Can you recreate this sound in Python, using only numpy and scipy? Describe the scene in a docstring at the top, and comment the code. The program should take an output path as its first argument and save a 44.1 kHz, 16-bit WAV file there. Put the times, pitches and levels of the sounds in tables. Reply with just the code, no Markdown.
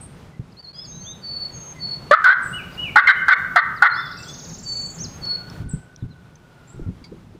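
"""Seven sharp turkey-like clucks, close and loud: a rough, rasping tone through fixed resonances, with a
low fundamental and a bright scrape. Further off in the spring woods, songbirds whistle, slur, warble and
trill in frequency-modulated tones, and the trunks reverberate with every call. Beneath lie a low drone,
leaf noise, microphone hiss, a far whine, and the damped vibrations of twigs and a bumped camera.
The recorder's gain control turns bass and treble down after each cluck."""
import sys
import numpy as np
from scipy import signal
from scipy.fft import rfft, irfft, next_fast_len
from scipy.io import wavfile
from scipy.ndimage import uniform_filter1d, map_coordinates

SR = 44100
rng = np.random.default_rng(int(sys.argv[2]) if len(sys.argv) > 2 else 0)


def unload_wav(signal):
    """Save mono or channel-first audio to the path in sys.argv[1] as 16-bit WAV at rate SR, clipped to [-1, 1]."""
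    wavfile.write(
        sys.argv[1],
        SR,
        np.round(np.clip(np.atleast_2d(signal).T, -1, 1) * 32767).astype(np.int16),
    )


N = 325891


def amp(db):
    """Amplitude ratio of a level in decibels."""
    return 10 ** (np.asarray(db) / 20)


def unit(x):
    """Normalisation to rms 1."""
    return x / np.sqrt(np.mean(x ** 2) + 1e-20)


def along(points, hz):
    """Interpolation of (Hz, value) points on a logarithmic frequency axis."""
    f, values = np.transpose(points)
    return np.interp(np.log(hz + 1), np.log(f + 1), values)


def span(start, length):
    """An event's samples, its age in seconds and the share of its length gone."""
    at = np.arange(round(start * SR), round((start + length) * SR))
    age = (at - at[0]) / SR
    return at, age, age / age[-1]


def contours(rows):
    """Linear interpolation in time: a table's samples, a soft-edged gate and its columns per sample."""
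    times, *columns = np.transpose(rows)
    at = np.arange(round(times[0] * SR), min(round(times[-1] * SR), N))
    gate = np.clip(np.minimum(at - at[0], at[-1] - at) / 180, 0, 1)
    return at, gate, [np.interp(at / SR, times, column) for column in columns]


def edges(age, attack_s, release_s):
    """Amplitude envelope with quadratic attack and release."""
    return np.clip(np.minimum(age / attack_s, (age[-1] - age) / release_s), 0, 1) ** 2


def wobble(rate, size):
    """Random modulation: a smooth curve through `rate` random values a second."""
    knots = rng.standard_normal(int(size * rate / SR) + 4)
    return map_coordinates(knots, [np.arange(size) * rate / SR])


def phase_of(hz):
    """Phase in radians, the time integral of angular frequency."""
    return 2 * np.pi * np.cumsum(hz) / SR


def tone(hz):
    """A sinusoid of rms 1 that follows a frequency contour."""
    return np.sqrt(2) * np.sin(phase_of(hz))


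def filtered(x, response):
    """Linear filtering: the spectrum is multiplied by a frequency response."""
    size = next_fast_len(N + SR // 2)
    return irfft(rfft(x, size) * response(np.fft.rfftfreq(size, 1 / SR)), size)[..., :N]


def coloured(spectrum):
    """Spectral shaping of white noise, scaled to rms 1."""
    return unit(filtered(rng.standard_normal(N), lambda hz: amp(along(spectrum, hz))))


# Three noise spectra. Each row: frequency in Hz, relative spectral density in dB.
DRONE_SPECTRUM = [(12, -52), (20, -13.5), (157, 1.5), (174, -0.5), (220, -8.5), (254, -6.5), (282, -15),
                  (333, -16), (450, -20.5), (580, -51), (990, -120)]
LEAF_SPECTRUM = [(180, -30.5), (300, -9.5), (484, -10), (1470, -16.5), (1660, -19.5), (3440, -25),
                 (6080, -31), (12000, -40), (15600, -73), (22000, -120)]
HISS_SPECTRUM = [(5880, -26), (10000, -13), (14900, 5), (15900, -14.5)]
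# Background levels. Each row: time in seconds, leaf level in dB, drone level in dB.
WOODS_LEVELS = [(0, -48.5, -41), (0.401, -54, -45), (.72, -56, -54.5), (.9, -51.5, -41.5),
                (1.3, -48.5, -44.5), (2.1, -46, -41.5), (2.299, -48.5, -41.5), (2.799, -45, -38.5),
                (3.502, -48, -41.5), (4.199, -48.5, -43.5), (4.5, -48, -40), (5.05, -47, -38),
                (5.3, -45.5, -41.5), (5.62, -46.5, -43), (5.65, -53, -35), (5.9, -55.5, -48.5),
                (6.75, -54, -50.5), (7.39, -56, -45.5)]
# Microphone self-noise. Each row: time in seconds, level in dB.
HISS_LEVELS = [(0, -74), (.45, -84.5), (.75, -82.5), (.95, -74), (2.1, -71.5), (2.5, -65), (4.2, -65.5),
               (5.62, -68.5), (5.65, -83.5), (6.3, -79.5), (7.39, -82.5)]


def background():
    """Amplitude-modulated noise: a low drone, leaves and microphone hiss waver in level."""
    t = np.arange(N) / SR
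    times, *levels = np.transpose(WOODS_LEVELS)
    leaves_db, drone_db = (np.interp(t, times, level) for level in levels)
    hiss_db = np.interp(t, *np.transpose(HISS_LEVELS))
    sway = wobble(11, N)
    drone = amp(drone_db + 1.4 * wobble(12, N)) * coloured(DRONE_SPECTRUM)
    leaves = amp(leaves_db + 1.1 * sway) * coloured(LEAF_SPECTRUM)
    hiss = amp(hiss_db + 1.2 * sway) * coloured(HISS_SPECTRUM)
    return drone + leaves + hiss


# A far tone that climbs and sinks. Each row: time in seconds, frequency in Hz, level in dB.
WHINE_CONTOUR = [(4.8, 1318, -82), (5.35, 1454, -46.5), (5.9, 1500, -57.5), (6.4, 1460, -62.5),
                 (6.9, 1380, -58)]


def far_whine():
    """Spectral broadening: random amplitude and phase blur a distant tone."""
    at, gate, (hz, db) = contours(WHINE_CONTOUR)
    blur = wobble(110, len(at)) + 1j * wobble(110, len(at))
    out = np.zeros(N)
    out[at] = gate * amp(db) * np.real(blur * np.exp(1j * phase_of(hz)))
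    return out


def knocks(events, attack_s, waver, noise):
    """Damped oscillation: a wavering tone and a puff of noise share one exponential decay."""
    out, t = np.zeros(N + SR), np.arange(SR // 5) / SR
    for row, (start, db, hz, t60) in enumerate(events):
        ring = np.sin(phase_of(hz * np.exp(waver * wobble(hz / 2, len(t)))))
        puff = noise[row * len(t):][:len(t)]
        envelope = amp(db + 0.5 - 60 * t / t60) * (1 - np.exp(-t / attack_s)) ** 2
        out[round(start * SR):][:len(t)] += envelope * (ring + puff)
    return out[:N]


# Bumps. Each row: start in seconds, level in dB, frequency in Hz, 60 dB decay time in seconds.
CAMERA_BUMPS = [(0.394, -18.5, 132, 0.065), (5.6, -26.5, 119, 0.31), (5.659, -23, 47.6, 0.1),
                (5.734, -16.5, 160, 0.14), (6.022, -19.5, 137.2, 0.19), (6.741, -30, 129, 0.37),
                (6.793, -23.5, 318, 0.048), (6.814, -23.5, 51.3, 0.13), (6.861, -21, 60.7, 0.23),
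                (6.883, -21, 170, 0.15), (7.016, -27, 283, 0.033), (7.116, -30.5, 273, 0.18),
                (7.348, -33.5, 334, 0.06)]
# Thud of the camera body. Each row: frequency in Hz, relative spectral density in dB.
THUD_SPECTRUM = [(15, -2), (40, 3.5), (150, 6.5), (400, -7.5), (700, -40), (1200, -120)]


def camera_bumps():
    """Impact excitation: the camera body answers each bump with a low, damped thud."""
    return knocks(CAMERA_BUMPS, attack_s=0.0016, waver=0.23, noise=amp(-6.5) * coloured(THUD_SPECTRUM))


# Ticks and rustles. Each row: start in seconds, level in dB, frequency in Hz, 60 dB decay time in seconds.
TWIG_TICKS = [(5.254, -26.5, 5350, .015), (5.499, -25, 5300, 0.012), (5.961, -19.5, 5820, 0.0086),
              (6.355, -39, 6084, 0.021), (7.04, -39, 4700, 0.11), (7.041, -44, 2230, 0.093)]
# Bright noise of twigs and clucks. Each row: frequency in Hz, relative spectral density in dB.
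RASP_SPECTRUM = [(2600, -39), (3300, 1), (3750, -8), (4250, 1.5), (4900, -14.5), (6500, -11), (9000, -22),
                 (9900, -14.5), (11000, -32.5), (16000, -31)]


def twig_ticks():
    """Damped transients: twigs tick where the decay is fast and rustle where it is slower."""
    return knocks(TWIG_TICKS, attack_s=0.00075, waver=0.049, noise=amp(-13) * coloured(RASP_SPECTRUM))


# Reverberation among the trunks. Each row: frequency in Hz, 60 dB decay time in seconds.
TRUNK_DECAY = [(300, .3), (1200, 0.94), (2000, 0.71), (4400, 0.47), (8000, 0.33)]


def tree_echo(x, wet_db, delay_s, far_db=0):
    """Reverberation: each frequency dies at its own rate; far_db lifts a late echo off far trees."""
    hz, t, noise = signal.stft(rng.standard_normal(SR), SR, nperseg=256)
    far_trees = amp(far_db * np.exp(-((t - 0.11) / 0.012) ** 2))
    decay = amp(-60 * t / along(TRUNK_DECAY, hz)[:, None])
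    tail = signal.istft(noise * far_trees * decay, SR, nperseg=256)[1]
    delayed = np.pad(x, (round(delay_s * SR), 0))
    return amp(wet_db) * signal.fftconvolve(delayed, tail / np.linalg.norm(tail))[:N]


# Thin, high notes. Each row: start and length in seconds, base frequency in Hz, onset excess in Hz,
# spacing of the two voices in Hz, level in dB.
THIN_NOTES = [(0, 0.069, 8000, 297, 940, -44.5), (2.416, 0.15, 7620, 2360, 925, -46),
              (4.175, 0.15, 7230, 910, 745, -54), (5.684, 0.082, 7520, 1990, 880, -43),
              (6.666, 0.074, 7310, 338, 306, -55)]


def thin_notes():
    """Biphonation: a bird's two voices drop, rise and quaver together."""
    out = np.zeros(N)
    for start, length, hz, excess_hz, spacing_hz, db in THIN_NOTES:
        at, age, share = span(start, length)
        pitch = hz + excess_hz * np.exp(-age / 0.011) + 881 * share ** 2
        quaver = 100 * wobble(90, len(at))
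        envelope = edges(age, 0.014, 0.004) * amp(db - 6.5 * share ** 2 + 3.2 * wobble(420, len(at)))
        out[at] += envelope * (tone(pitch + quaver) + 0.45 * tone(pitch + spacing_hz + 1.4 * quaver))
    return out + tree_echo(out, wet_db=-8, delay_s=0.008)


def sung(hz, db, flutter_db, waver_hz):
    """Shimmer and jitter: a songbird's pure tone varies randomly in level and frequency."""
    return amp(db + flutter_db * wobble(90, len(hz))) * tone(hz + waver_hz * wobble(120, len(hz)))


# Warbled notes. Each row: start and length in seconds, first, middle and last frequency in Hz,
# mid-note level in dB.
WARBLED_NOTES = [ (0.518, 0.018, 5270, 4730, 3500, -53), (0.566, 0.057, 3970, 4500, 4460, -44.5),
                 (0.626, 0.093, 4590, 4180, 4620, -41), (0.732, 0.13, 4700, 5060, 5200, -37),
                 (.84, 0.03, 5000, 4500, 3550, -43.5), (0.741, .12, 3250, 3390, 3450, -51),
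                 (0.904, 0.1, 3700, 3910, 3900, -50), (0.991, .065, 3950, 4330, 4580, -53.5),
                 (1.045, .125, 3080, 3725, 3640, -42), (2.72, .025, 4630, 4840, 5400, -53.5),
                 (2.742, 0.021, 5390, 4495, 3490, -48.5), (3.898, 0.065, 4270, 4240, 4670, -37),
                 (3.95, 0.071, 4900, 5260, 5400, -42.5), (3.956, 0.15, 3310, 3590, 3320, -38.5),
                 (4.162, 0.083, 2600, 2650, 2690, -49.5), (4.25, 0.087, 3150, 3466, 3506, -47),
                 (4.984, 0.065, 4980, 6300, 6900, -34), (5.031, 0.036, 7000, 4860, 3970, -32.5),
                 (.33, 0.045, 2040, 2050, 1940, -55.5), (.755, 0.037, 6350, 6550, 6800, -62),
                 (1.75, 0.072, 1930, 2050, 1980, -50.5), (3.02, 0.086, 2420, 2750, 2940, -44),
                 (3.15, 0.087, 2800, 3000, 2880, -40.5), (3.76, 0.037, 5370, 4400, 3420, -49),
                 (4.1, 0.045, 3600, 3720, 4180, -51), (5.99, 0.046, 4280, 3800, 3460, -62.5),
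                 (6.1, 0.049, 4250, 3900, 3315, -63)]


def warbles():
    """Frequency modulation: each note bends along a parabola through three pitches."""
    out = np.zeros(N)
    for start, length, first, middle, last, db in WARBLED_NOTES:
        at, age, share = span(start, length)
        centred = 2 * share - 1
        pitch = middle * (1 - centred ** 2) + centred * (last * share - first * (1 - share))
        level_db = db - 10 * centred ** 2
        out[at] += edges(age, 0.003, 0.0044) * sung(pitch, level_db, flutter_db=3.5, waver_hz=55.4)
    return out + tree_echo(out, wet_db=-11, delay_s=0.008)


# Falling slurs. Each row: start and length in seconds, level in dB.
SLURRED_NOTES = [(2.525, 0.1, -33), (2.769, .135, -29.5)]
# The course of one slur. Each row: share of its length, frequency in Hz, relative level in dB.
SLUR_SHAPE = [(0, 2750, -17), (0.211, 2910, 2), (.52, 2926, -0.5), (.74, 2470, -4.5), (1.002, 2200, -7.5)]


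def slurs():
    """Glissando: a bird's tone lifts slightly, holds, then glides down."""
    out = np.zeros(N)
    knots, hz, shape_db = np.transpose(SLUR_SHAPE)
    for start, length, db in SLURRED_NOTES:
        at, age, share = span(start, length)
        pitch = uniform_filter1d(np.interp(share, knots, hz), size=300)
        level_db = db + np.interp(share, knots, shape_db)
        out[at] += edges(age, 0.0037, 0.004) * sung(pitch, level_db, flutter_db=2.5, waver_hz=17)
    return out + tree_echo(out, wet_db=-6, delay_s=0.008)


# A rising trill. Each row: time in seconds, syllables per second, top and bottom of the slide in Hz,
# level in dB.
TRILL_CONTOUR = [(3.93, 17, 5200, 3600, -45), (4.18, 17.6, 5750, 3600, -39), (4.39, 19.5, 6850, 3600, -39),
                 (4.58, 21, 7450, 4000, -40), (4.68, 22, 7800, 6200, -38), (4.85, 22.5, 7850, 6600, -38),
                 (4.98, 23, 7600, 6700, -40)]


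def trill():
    """Periodic modulation: each syllable buzzes at the top of its range, then slides quickly down."""
    at, gate, (rate, top, bottom, db) = contours(TRILL_CONTOUR)
    cycle = (np.cumsum(rate) / SR + 0.93) % 1
    slide = np.clip((cycle - 0.18) / 0.3, 0, 1)
    buzz_hz = 0.09 * bottom * (1 - 0.6 * slide) * np.abs(wobble(500, len(at)))
    syllables = np.sin(np.pi * np.clip(cycle / 0.56, 0, 1)) * amp(-4 * slide)
    out = np.zeros(N)
    out[at] = gate * amp(db) * syllables * tone(top - (top - bottom) * slide - buzz_hz)
    return out + tree_echo(out, wet_db=-1.5, delay_s=0.0055)


# Long whistles, high and low in turn. Each row: start and length in seconds, base frequency in Hz,
# onset excess in Hz, level in dB before the swell.
WHISTLED_NOTES = [(0.841, .285, 6370, 700, -43.5), (1.207, 0.26, 4500, 80, -33),
                  (1.503, 0.23, 6470, 300, -41.5), (1.78, 0.18, 4440, 90, -30.5),
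                  (4.256, 0.31, 6485, 750, -46.5), (4.63, 0.24, 4527, 170, -30.5),
                  (4.941, 0.24, 6490, 20, -48), (5.205, 0.16, 4418, 110, -28)]


def whistles(settle_s=0.024, sag_hz_per_s=247, swell_db_per_s=10):
    """Exponential relaxation: a bird's tone settles onto its pitch, sagging slightly as it swells."""
    out = np.zeros(N)
    for start, length, hz, excess_hz, db in WHISTLED_NOTES:
        at, age, _ = span(start, length)
        pitch = hz + excess_hz * np.exp(-age / settle_s) - sag_hz_per_s * age
        level_db = db + swell_db_per_s * age
        out[at] += edges(age, 0.045, 0.006) * sung(pitch, level_db, flutter_db=1.4, waver_hz=19)
    return out + tree_echo(out, wet_db=-9, delay_s=0.008)


# Two sets of fixed cluck resonances. Each row: centre in Hz, bandwidth in Hz, gain in dB.
LOW_MODES = [(806, 470, -10), (1288, 241, 5), (1506, 121, 10), (3230, 410, -34), (4250, 330, -27)]
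HIGH_MODES = [(1157, 43, -1), (1818, 220, 3), (2094, 120, 1.5), (3330, 690, -22), (4270, 490, -23.5)]
# Attenuation common to both sets. Each row: frequency in Hz, gain in dB.
MODE_LOSS = [(600, -5.5), (1100, -1), (2200, -4), (2700, -5.5), (3200, -5)]


def resonance(modes, hz):
    """Modal superposition: the summed response of second-order resonators of alternating sign."""
    response = sum((-1) ** k * amp(db) * 1j * hz * width / (centre ** 2 - hz ** 2 + 1j * hz * width)
                   for k, (centre, width, db) in enumerate(modes))
    return response * amp(along(MODE_LOSS, hz))


def overtones(hz, rough, blend):
    """Harmonic series: partials 2 to 8, scattered by roughness, through a blend of low and high modes."""
    phase = phase_of(hz)
    partials, power = np.zeros((2, len(hz)))
    for k in range(2, 9):
        scatter = 1 + 1.1 * rough * (wobble(300, len(hz)) + 1j * wobble(300, len(hz)))
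        response = (1 - blend) * resonance(LOW_MODES, k * hz) + blend * resonance(HIGH_MODES, k * hz)
        partials += np.real(scatter * response * np.exp(1j * k * phase))
        power += np.abs(response) ** 2
    return unit(partials / np.sqrt(power))


# Turkey-like clucks. Each row: start and length in seconds, level and its change over the cluck in dB,
# pitch in Hz at the onset, just after and at the end, roughness (0-1) at start and end, share of the high
# modes (0-1) at start and end, the fundamental's lowest frequency in Hz and its relative level in dB.
CLUCK_NOTES = [ (2.109, 0.057, -4, -9, 579.8, 586, 763, 0.038, 1, 0.37, 0.16, 579.3, 5),
               (2.24, 0.11, -8, -9.5, 771, 725, 858.5, 0.26, .35, 0.033, 0.66, 805, -22),
               (2.956, 0.06, -6, -6.5, 726, 715.6, 798, 0.56, 0.88, 0.13, 1, 847, 1),
               (3.070, 0.06, -2, -14.5, 1045, 779.3, 761, .05, 0.99, 0.68, 0.87, 825, -11),
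               (3.280, 0.0718, -9.5, -2, 784.5, 786, 683, 0.47, .2, 0.066, 1, 753, -9),
               (3.557, 0.057, -6, -4.5, 651.3, 629.6, 579, 0.6, .5, .1, .8, 646, -1.5),
               (3.82, .07, -6.5, -9, 727.5, 770, 559, 0.79, .5, 0.041, .8, 630, -2)]


def clucks(onset_s=0.015, tremor_db=1.75):
    """Source-filter principle: overtones give way to noise in the same resonances as the tone roughens."""
    out, rasp = np.zeros(N + 2 * SR), coloured(RASP_SPECTRUM)
    low_noise = unit(filtered(rng.standard_normal(N), lambda hz: resonance(LOW_MODES, hz)))
    high_noise = unit(filtered(rng.standard_normal(N), lambda hz: resonance(HIGH_MODES, hz)))
    foliage = signal.butter(2, 2900, fs=SR, output='sos')  # leaves absorb the echo's treble
    for (start, length, db, fade_db, onset_hz, early_hz, end_hz,
         rough_start, rough_end, blend_start, blend_end, base_hz, base_db) in CLUCK_NOTES:
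        at, age, share = span(start, length)
        level_db = db + fade_db * share + tremor_db * wobble(70, len(at))
        envelope = edges(age, 0.004, 0.017) * amp(level_db)
        glide = early_hz + (end_hz - early_hz) * share ** 2
        hz = uniform_filter1d(np.where(age < onset_s, onset_hz, glide), size=200)
        phase = phase_of(hz)
        rough = np.interp(share ** 2, [0, 1], [rough_start, rough_end])
        blend = np.interp(share, [0, 1], [blend_start, blend_end])
        noise = np.sqrt(1 - blend) * low_noise[at] + np.sqrt(blend) * high_noise[at]
        cluck = envelope * (np.sqrt(1 - rough) * overtones(hz, rough, blend) + np.sqrt(rough) * noise)
        fundamental = amp(base_db - 570 * age) * np.sin(phase * base_hz / hz.min())
        scrape = amp(-22.5 - 130 * age) * (1 + np.cos(phase)) * rasp[at]  # pulses once a cycle
        out[at] += cluck + envelope * (fundamental + scrape)  # these two do not carry to the trees
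        echo = tree_echo(signal.sosfilt(foliage, cluck), wet_db=-11, delay_s=0.027, far_db=5.5)
        out[at[0]:][:len(echo)] += echo
    return out[:N]


# Brief dips in the level of the mix. Each row: centre and width in seconds, gain in dB.
LEVEL_DIPS = [(0.62, 0.0075, -14), (0.725, 0.0064, -22), (5.963, 0.018, -5), (6.078, 0.017, -4)]


def scene():
    """Superposition: both microphone ports receive the same sum; only a faint hiss differs."""
    t = np.arange(N) / SR
    impacts = camera_bumps() + twig_ticks()
    calls = clucks() + whistles() + slurs() + warbles() + thin_notes() + trill()
    dips_db = sum(db * np.exp(-(2 * (t - centre) / width) ** 2) for centre, width, db in LEVEL_DIPS)
    mid = (background() + far_whine() + impacts + calls) * amp(dips_db)
    side = amp(-92) * coloured(HISS_SPECTRUM)
    return np.array([mid + side, mid - side])


def record(dry):
    """Automatic gain control: lagging behind loud sound, it lowers bass and treble; peaks clip softly."""
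    threshold_db, cutoff_hz = -22.5, 15900
    lag = np.arange(SR // 8) / SR
    memory = lag ** 2 * np.exp(-lag / 0.0054)
    power = signal.fftconvolve(np.mean(dry ** 2, axis=0), memory / memory.sum())[:N]
    level_db = 10 * np.log10(np.abs(power) + 1e-9)
    duck = amp(-2.4 * np.clip(level_db - threshold_db, 0, None))
    midrange = filtered(dry, lambda hz: 1 / (1 + (430 / (hz + 1)) ** 8) / (1 + (hz / 4800) ** 8))
    ducked = midrange + duck * (dry - midrange)
    clipped = ducked / (1 + np.abs(ducked) ** 6) ** (1 / 6)
    return filtered(clipped, lambda hz: hz < cutoff_hz)


dry = scene()
out = record(dry)
unload_wav(out)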